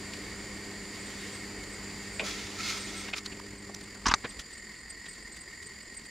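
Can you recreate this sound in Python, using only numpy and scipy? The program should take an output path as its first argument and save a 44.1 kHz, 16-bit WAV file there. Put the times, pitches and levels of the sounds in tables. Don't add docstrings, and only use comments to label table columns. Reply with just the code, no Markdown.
import sys
import numpy as np
from scipy import signal
from scipy.fft import rfft, irfft, next_fast_len
from scipy.io import wavfile
from scipy.ndimage import uniform_filter1d, map_coordinates

SR = 44100
rng = np.random.default_rng(int(sys.argv[2]) if len(sys.argv) > 2 else 0)


def file_out(sig):
    cols = np.atleast_2d(sig).T
    lim = np.clip(cols, -1, 1)
    pcm = np.round(lim * 32767).astype(np.int16)
    wavfile.write(sys.argv[1], SR, pcm)


N = 269010


def amp(db):
    return 10 ** (np.asarray(db) / 20)


def unit(x):
    return x / np.sqrt(np.mean(x ** 2) + 1e-20)


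def along(points, hz):
    f, v = np.transpose(points)
    return np.interp(np.log(hz + 1), np.log(f + 1), v)


def curves(rows):
    s, *cols = np.transpose(rows)
    return [np.interp(np.arange(N) / SR, s, c) for c in cols]


def wobble(rate):
    knots = rng.standard_normal(int(N * rate / SR) + 4)
    return map_coordinates(knots, [np.arange(N) * rate / SR])


def filtered(x, response):
    n = x.shape[-1]
    m = next_fast_len(n + 4096)
    return irfft(rfft(x, m) * response(np.fft.rfftfreq(m, 1 / SR)), m)[..., :n]


def mode(f, hz, width):
    return 1j * f * width / (hz * hz - f * f + 1j * f * width)


def peaks(modes, f):
    return np.sqrt(sum(amp(2 * db) * np.abs(mode(f, hz, w)) ** 4 for hz, w, db in modes))


# (frequency [Hz], left-right correlation)
ALIKE = [(40, .9997), (100, 0.99), (250, 0.98), (500, 0.94), (1000, 0.88), (2400, 0.95), (6000, 0.78),
         (10000, 0.61), (15000, 0.12)]


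def rush(gain, patchy_db=1.5):
    z = signal.stft(rng.standard_normal((2, N)), nperseg=1024)[2]
    field = rng.standard_normal(z.shape[1:])
    field = uniform_filter1d(uniform_filter1d(field, 3, 0), 4, 1)
    pair = signal.istft(z * amp(patchy_db * unit(field)), nperseg=1024)[1][:, :N]

    def mid_side_gain(f):
        turn = np.arccos(np.clip(along(ALIKE, f), -1, 1)) / 2
        return gain(f) * [np.cos(turn), np.sin(turn)]

    mid, side = filtered(pair, mid_side_gain)
    return unit(np.array([mid + side, mid - side]))


# (time [s], level [dB])
HISS_LEVEL = [(0, -46), (2.1, -46), (3.09, -48.5), (3.12, -51.5), (3.3, -49), (3.8, -51), (4.2, -49),
              (6.1, -50)]
# (frequency [Hz], width [Hz], relative level [dB])
JET_MODES = [(1044, 99, -7), (1863, 124, 4.5), (2103, 137, 0), (1917, 280, -0.5), (4688, 630, -1),
             (7130, 430, 0.5), (7640, 760, -12.5), (9330, 390, -19.5), (10680, 460, -20.5),
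             (12100, 420, -19), (12950, 400, -34), (14200, 400, -31)]
# (start [s], frequency [Hz], width [Hz], gain [dB])
FOCUS = (4.5, 1968, 190, -4.5)


def burner_hiss(level_db):
    jets = amp(level_db + 0.27 * wobble(8.8)) * rush(lambda f: peaks(JET_MODES, f), patchy_db=1.36)
    start_s, hz, width, ring_db = FOCUS
    late = np.arange(N) / SR > start_s
    ring = filtered(jets, lambda f: mode(f, hz, width))
    return jets + amp(ring_db) * late * ring


# (frequency [Hz], relative level per Hz [dB])
SIMMER_COLOUR = [(25, 0.5), (60, 2.5), (100, -9), (160, -9.5), (208, -1), (260, -11), (400, -10.5),
                 (600, -35.5), (1500, -19), (3500, -24), (6000, -36.5), (8500, -18), (10000, -40.5),
                 (15700, -46)]


def simmer(level_db):
    return amp(level_db - 3.5 + 0.24 * wobble(8.3)) * rush(lambda f: amp(along(SIMMER_COLOUR, f)))


# (frequency [Hz], relative level per Hz [dB])
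AIR_COLOUR = [(25, -54), (50, -10), (150, -2.5), (400, 0), (600, -8), (1500, -10.5), (2190, -10.5),
              (3500, -16.5), (6000, -16.5), (9000, -19.5), (11000, -30.5), (15700, -37)]
# (frequency [Hz], width [Hz], gain [dB])
CASING = (2185, 11.3, 15.2)
# (frequency [Hz], width [Hz], gain [dB])
HOUSING = (2217, 147, 4.9)


def machine_air(level_db):
    noise = rush(lambda f: amp(along(AIR_COLOUR, f)) * (1 + peaks([CASING, HOUSING], f)))
    return amp(level_db + 0.4 * wobble(5.42)) * noise


MAINS_HZ = 50
# (multiple of the mains, relative level [dB])
HUM = [(1, -12), (2, -5), (4, -0.5), (6, -4.5), (8, -5)]


def machine_hum(level_db):
    t = np.arange(N) / SR
    hum = 0
    for k, db in HUM:
        tone = np.sin(2 * np.pi * k * MAINS_HZ * t + rng.uniform(0, 2 * np.pi))
        hum = hum + amp(db + 0.41 * wobble(12)) * tone
    return amp(level_db) * unit(hum)


FLUTTER_FROM_S, FLUTTER_HZ = 3.1, 43.07
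THROB_DB, UNEVEN_DB, SLIP_RAD = 1.65, 0.69, 0.648


def flutter(bed):
    t = np.arange(N) / SR
    on = t > FLUTTER_FROM_S
    throb_db = THROB_DB * np.sin(2 * np.pi * FLUTTER_HZ * t) + UNEVEN_DB * wobble(FLUTTER_HZ)
    slips = np.exp(1j * SLIP_RAD * on * wobble(FLUTTER_HZ))
    analytic = signal.hilbert(bed, next_fast_len(N))[:, :N]
    return amp(on * throb_db) * np.real(analytic * slips)


# (time [s], air level [dB], hum level [dB])
MACHINE_LEVEL = [(0, -46, -48), (3.09, -46.5, -47.5), (3.16, -55, -52.5), (3.3, -49.5, -47.5),
                 (3.6, -51, -49), (4.2, -52, -55), (4.38, -52.5, -62), (4.46, -55, -84), (5, -56, -81)]
LOW_CUT_HZ = 38


def kitchen():
    hiss_db, = curves(HISS_LEVEL)
    air_db, hum_db = curves(MACHINE_LEVEL)
    bed = burner_hiss(hiss_db) + simmer(hiss_db) + machine_air(air_db) + machine_hum(hum_db)
    return flutter(filtered(bed, lambda f: 1 / np.sqrt(1 + (LOW_CUT_HZ / (f + 1)) ** 8)))


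# (time of the peak [s], level [dB])
WHISTLE = [(1.01, -52), (1.062, -48.5), (1.22, -58), (1.258, -58), (1.345, -47.5), (1.385, -53),
           (1.73, -50), (2.147, -49), (2.2, -50), (2.781, -54), (2.815, -46), (2.85, -48), (2.9, -53),
           (2.98, -46.5), (3.025, -51), (3.588, -52), (3.84, -53), (4.299, -44.5), (4.355, -60),
           (4.536, -45.5), (4.585, -51), (4.774, -55), (4.81, -55), (4.907, -42), (4.992, -53),
           (5.094, -44), (5.115, -50), (5.135, -48.5), (5.235, -56), (5.329, -46.5), (5.37, -53),
           (5.415, -44.5), (5.56, -57), (5.633, -49), (5.67, -45), (5.83, -52), (5.865, -58), (5.95, -50),
           (5.975, -41.5), (6.064, -50)]
WHISTLE_HZ, BURST_SCATTER_HZ = 8116, 28.2
BURST_MS, FLUTTERING_BURST_MS = 21, 8.8


def whistle():
    t = np.arange(N) / SR
    out = np.zeros((2, N))
    throb = amp(1.2 * wobble(100))
    slip = 0.83 * wobble(170) + 0.9 * np.array([wobble(60), wobble(60)])
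    for s, db in WHISTLE:
        near = slice(round((s - .1) * SR), round((s + .1) * SR))
        pitch = WHISTLE_HZ + BURST_SCATTER_HZ * rng.standard_normal()
        half_ms = BURST_MS if s < FLUTTER_FROM_S else FLUTTERING_BURST_MS
        swell = np.exp(-((t[near] - s) * 1000 / half_ms) ** 2)
        tone = np.sin(2 * np.pi * pitch * t[near] + slip[:, near])
        out[:, near] += np.sqrt(2) * amp(db) * throb[near] * swell * tone
    return out


POPS_PER_S, POP_MS = 70, 4.6
POP_DB, POP_SPREAD_DB = -62, 2.5
# (frequency [Hz], relative level per Hz [dB])
POP_COLOUR = [(500, -20), (1500, -5), (4000, -3), (8000, -7), (15000, -26)]


def bubbles():
    when, size = rng.random((round(POPS_PER_S * N / SR), 2)).T
    gains = amp(POP_DB - POP_SPREAD_DB * np.log(size + .01))
    hits = np.bincount((when * N).astype(int), gains, N)
    puff = np.exp(-(np.arange(-600, 601) / SR * 1000 / POP_MS) ** 2)
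    return signal.fftconvolve(hits, puff, "same") * rush(lambda f: amp(along(POP_COLOUR, f)))


# (time [s], level [dB])
STIR_LEVEL = [(0, -53), (.5, -61), (.9, -55), (1.25, -47.5), (1.6, -66), (1.9, -61), (2.05, -52.5),
              (2.25, -71)]
# (frequency [Hz], relative level per Hz [dB])
SLOSH_COLOUR = [(300, -32), (800, -14), (2000, -3.5), (3500, -5), (6000, -9), (9000, -14), (15000, -30)]


def stirring():
    level_db, = curves(STIR_LEVEL)
    return amp(level_db + 2.1 * wobble(29.47)) * rush(lambda f: amp(along(SLOSH_COLOUR, f)))


# (time [s], level [dB], tilt [dB per octave])
THUDS = [(4.069, -36, 6), (4.092, -31.5, 0), (4.117, -39, 4.5), (4.139, -39, 4), (4.247, -49, 9.5),
         (4.399, -48, 0)]
# (frequency [Hz], half length to 1/e [ms], relative level [dB])
WORKTOP = [(50.3, 17, 2.5), (97, 14, -4.5), (235, 4.3, 1.5), (400, 3.3, -9.5)]


def thuds():
    t = np.arange(N) / SR
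    out = np.zeros(N)
    for s, db, tilt in THUDS:
        for hz, ms, tone_db in WORKTOP:
            octaves = np.log2(hz / WORKTOP[1][0])
            swell = np.exp(-((t - s) * 1000 / ms) ** 2)
            out += amp(db + tone_db + tilt * octaves) * swell * np.sin(2 * np.pi * hz * (t - s))
    return out


# (time of the peak [s], level [dB], rise [s], fall [s], level of the lowest wall mode [dB])
STROKES = [(2.275, -39.5, 0.034, .09, -5.5), (2.61, -42, 0.02, 0.11, -3.5), (2.7, -38, .05, 0.079, -9),
           (3, -52.5, 0.067, 0.063, -1), (3.185, -35.5, 0.027, 0.0083, -11)]
# (start [s], end [s], level [dB])
DRAG = (2.24, 3.106, -47.5)
# (frequency [Hz], relative level per Hz [dB])
RUB_COLOUR = [(240, -26), (400, -9), (567, -18), (1310, -9), (1570, -8.5), (2190, -3), (2920, -6),
              (5270, -3.5), (15000, -29)]
# (frequency [Hz], width [Hz], relative level [dB])
WALL = [(2137, 15, 7.5), (2380, 28, -5), (3414, 15, 4), (3820, 110, -10), (4550, 72, -16), (5260, 77, -20),
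        (5900, 100, -13), (6180, 58, -2), (6840, 52, 6)]
# (frequency [Hz], width [Hz])
WALL_LOW = (1325, 40)


def scrape():
    t = np.arange(N) / SR
    start_s, end_s, drag_db = DRAG
    contact = amp(drag_db) * (t > start_s) * (t < end_s)
    low_level = np.zeros(N)
    for s, db, rise, fall, low_db in STROKES:
        push = amp(db) * np.exp(np.where(t < s, -((t - s) / rise) ** 2, (s - t) / fall))
        contact = contact + push
        low_level += amp(low_db) * push
    grit = amp(0.74 * wobble(50) + 0.97 * wobble(400))
    wall = rush(lambda f: amp(along(RUB_COLOUR, f)) * (1 + 1.74 * peaks(WALL, f)))
    low = rush(lambda f: mode(f, *WALL_LOW), patchy_db=2.8)
    return grit * (contact * wall + low_level * low)


# (time of the peak [s], level [dB], rise [ms], fall [ms], pitch [Hz], sharpness [Q])
CLACKS = [(0.136, -38.5, 1.1, 10, 3500, 1.1), (2.196, -26, 0.26, 13.3, 2480, 4.3),
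          (2.21, -38.5, 12, 54, 506, 1.1), (2.395, -41, 3, 6.8, 3700, 1.1),
          (2.471, -42, 4.1, 7.1, 3500, 1.1), (3.089, -38, 5.9, 5, 2150, 1.7),
          (3.138, -27.5, 3.9, 6.1, 2390, 3), (3.263, -33.5, 4.3, 5.4, 4250, 3.7),
          (3.327, -43.5, 6.3, 6.5, 2680, 6.4), (3.401, -42, 3.2, 2.2, 1050, 2.4),
          (3.697, -42, 3, 7, 646, 1.7), (3.748, -35.5, 2.6, 2.2, 5630, 4),
          (3.817, -49, 1.5, 2.5, 3500, 1.1), (3.959, -51, 10, 10, 1510, 3.7),
          (4.25, -32.5, 5.5, 10, 1870, 2.1), (4.253, -39, 5.4, 9.8, 427, 4.6),
          (4.311, -48, 6, 6, 3520, 1.2), (4.397, -37.5, 3.7, 11.4, 3600, 0.86),
          (5.066, -45, 6.3, 7.4, 2560, 1.1)]
UNDER, UNDER_DB, TOP = 0.267, -11.5, 2.44
# (time of the peak [s], level [dB], rise [ms], fall [ms], edge tone [Hz], edge tone level [dB])
CLATTER = [(4.059, -24.5, 2.1, 22, 5500, -4), (4.067, -21, 2.4, 8, 5470, 4.5),
           (4.086, -23.5, 3.8, 6.5, 6150, 4.5), (4.101, -30, 6.1, 7.7, 2800, 6),
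           (4.117, -21, 4.2, 7.2, 5330, -3.5), (4.1388, -7, 0.061, 1.06, 4400, 3),
           (4.1442, -22.5, 2.4, 4.2, 5900, 6)]
# (frequency [Hz], sharpness [Q], relative level [dB])
RATTLER = [(987, 3.8, 6), (1440, 1.33, 4.5)]
EDGE_Q, RATTLER_TOP_HZ = 2.25, 7250
CLACK_BLOW_DB, CLATTER_BLOW_DB = -4, -5.5


def contacts():
    hits = []
    for s, db, rise, fall, hz, q in CLACKS:
        tones = [(hz, q, 1, 1), (UNDER * hz, q, -amp(UNDER_DB), 1)]
        hits.append((s, db, rise, fall, CLACK_BLOW_DB, TOP * hz, tones))
    body = [(hz, q, (-1) ** k * amp(db), 1) for k, (hz, q, db) in enumerate(RATTLER)]
    for s, db, rise, fall, edge_hz, edge_db in CLATTER:
        tones = body + [(edge_hz, EDGE_Q, amp(edge_db), 2)]
        hits.append((s, db, rise, fall, CLATTER_BLOW_DB, RATTLER_TOP_HZ, tones))
    return hits


BLOW_DB_PER_MS = -2


def clacks():
    size, peak = 4096, 1536
    t = (np.arange(size) - peak) / SR * 1000
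    out = np.zeros((2, N + size))
    for s, db, rise, fall, blow_db, top_hz, tones in contacts():
        shape = np.exp(np.where(t < 0, -(t / rise) ** 2 / 2, -(np.abs(t) / fall) ** 1.2))
        energy = np.linalg.norm(shape)
        push = rng.standard_normal((2, size)) * shape
        push[0, peak] -= amp(blow_db + BLOW_DB_PER_MS * rise) * energy
        lowest_hz = min(tones)[0]

        def contact(f):
            soft = 1 / (1 - (f / top_hz) ** 2 + 1.3j * f / top_hz) ** 2
            thin = (1j * f / (.55 * lowest_hz + 1j * f)) ** 2
            return soft * thin

        mid, side = sum(gain * unit(filtered(push, lambda f: contact(f) * mode(f, hz, hz / q) ** order))
                        for hz, q, gain, order in tones)
        level = amp(db) * energy / np.linalg.norm(mid)
        start = round(s * SR) - peak
        out[:, start:start + size] += level * np.array([mid + .1 * side, mid - .1 * side])
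    return out[:, :N]


# (frequency [Hz], time to fall 60 dB [s])
ROOM = [(200, 0.2), (2000, 1), (10000, 0.63)]


def room(x):
    hz, t, z = signal.stft(rng.standard_normal((2, SR // 2)), SR, nperseg=256)
    tail = signal.istft(z * amp(-60 * t / along(ROOM, hz)[:, None]), SR, nperseg=256)[1]
    return signal.fftconvolve(x, tail / np.linalg.norm(tail[0]), axes=1)[:, :N]


def scene():
    hits = clacks()
    early = np.arange(N) < 3 * SR
    background = kitchen() + whistle() + bubbles()
    spoon = stirring() + scrape()
    return background + spoon + thuds() + hits + amp(-9.5) * room(hits * early)


# (frequency [Hz], left minus right [dB])
LEAN = [(40, 0), (500, -.1), (2000, -.3), (5000, -.9), (8000, -.9), (12000, .6)]
TOP_HZ = 15750


def record(dry):
    return filtered(dry, lambda f: (f < TOP_HZ) * amp(np.outer([.5, -.5], along(LEAN, f))))


dry = scene()
out = record(dry)
file_out(out)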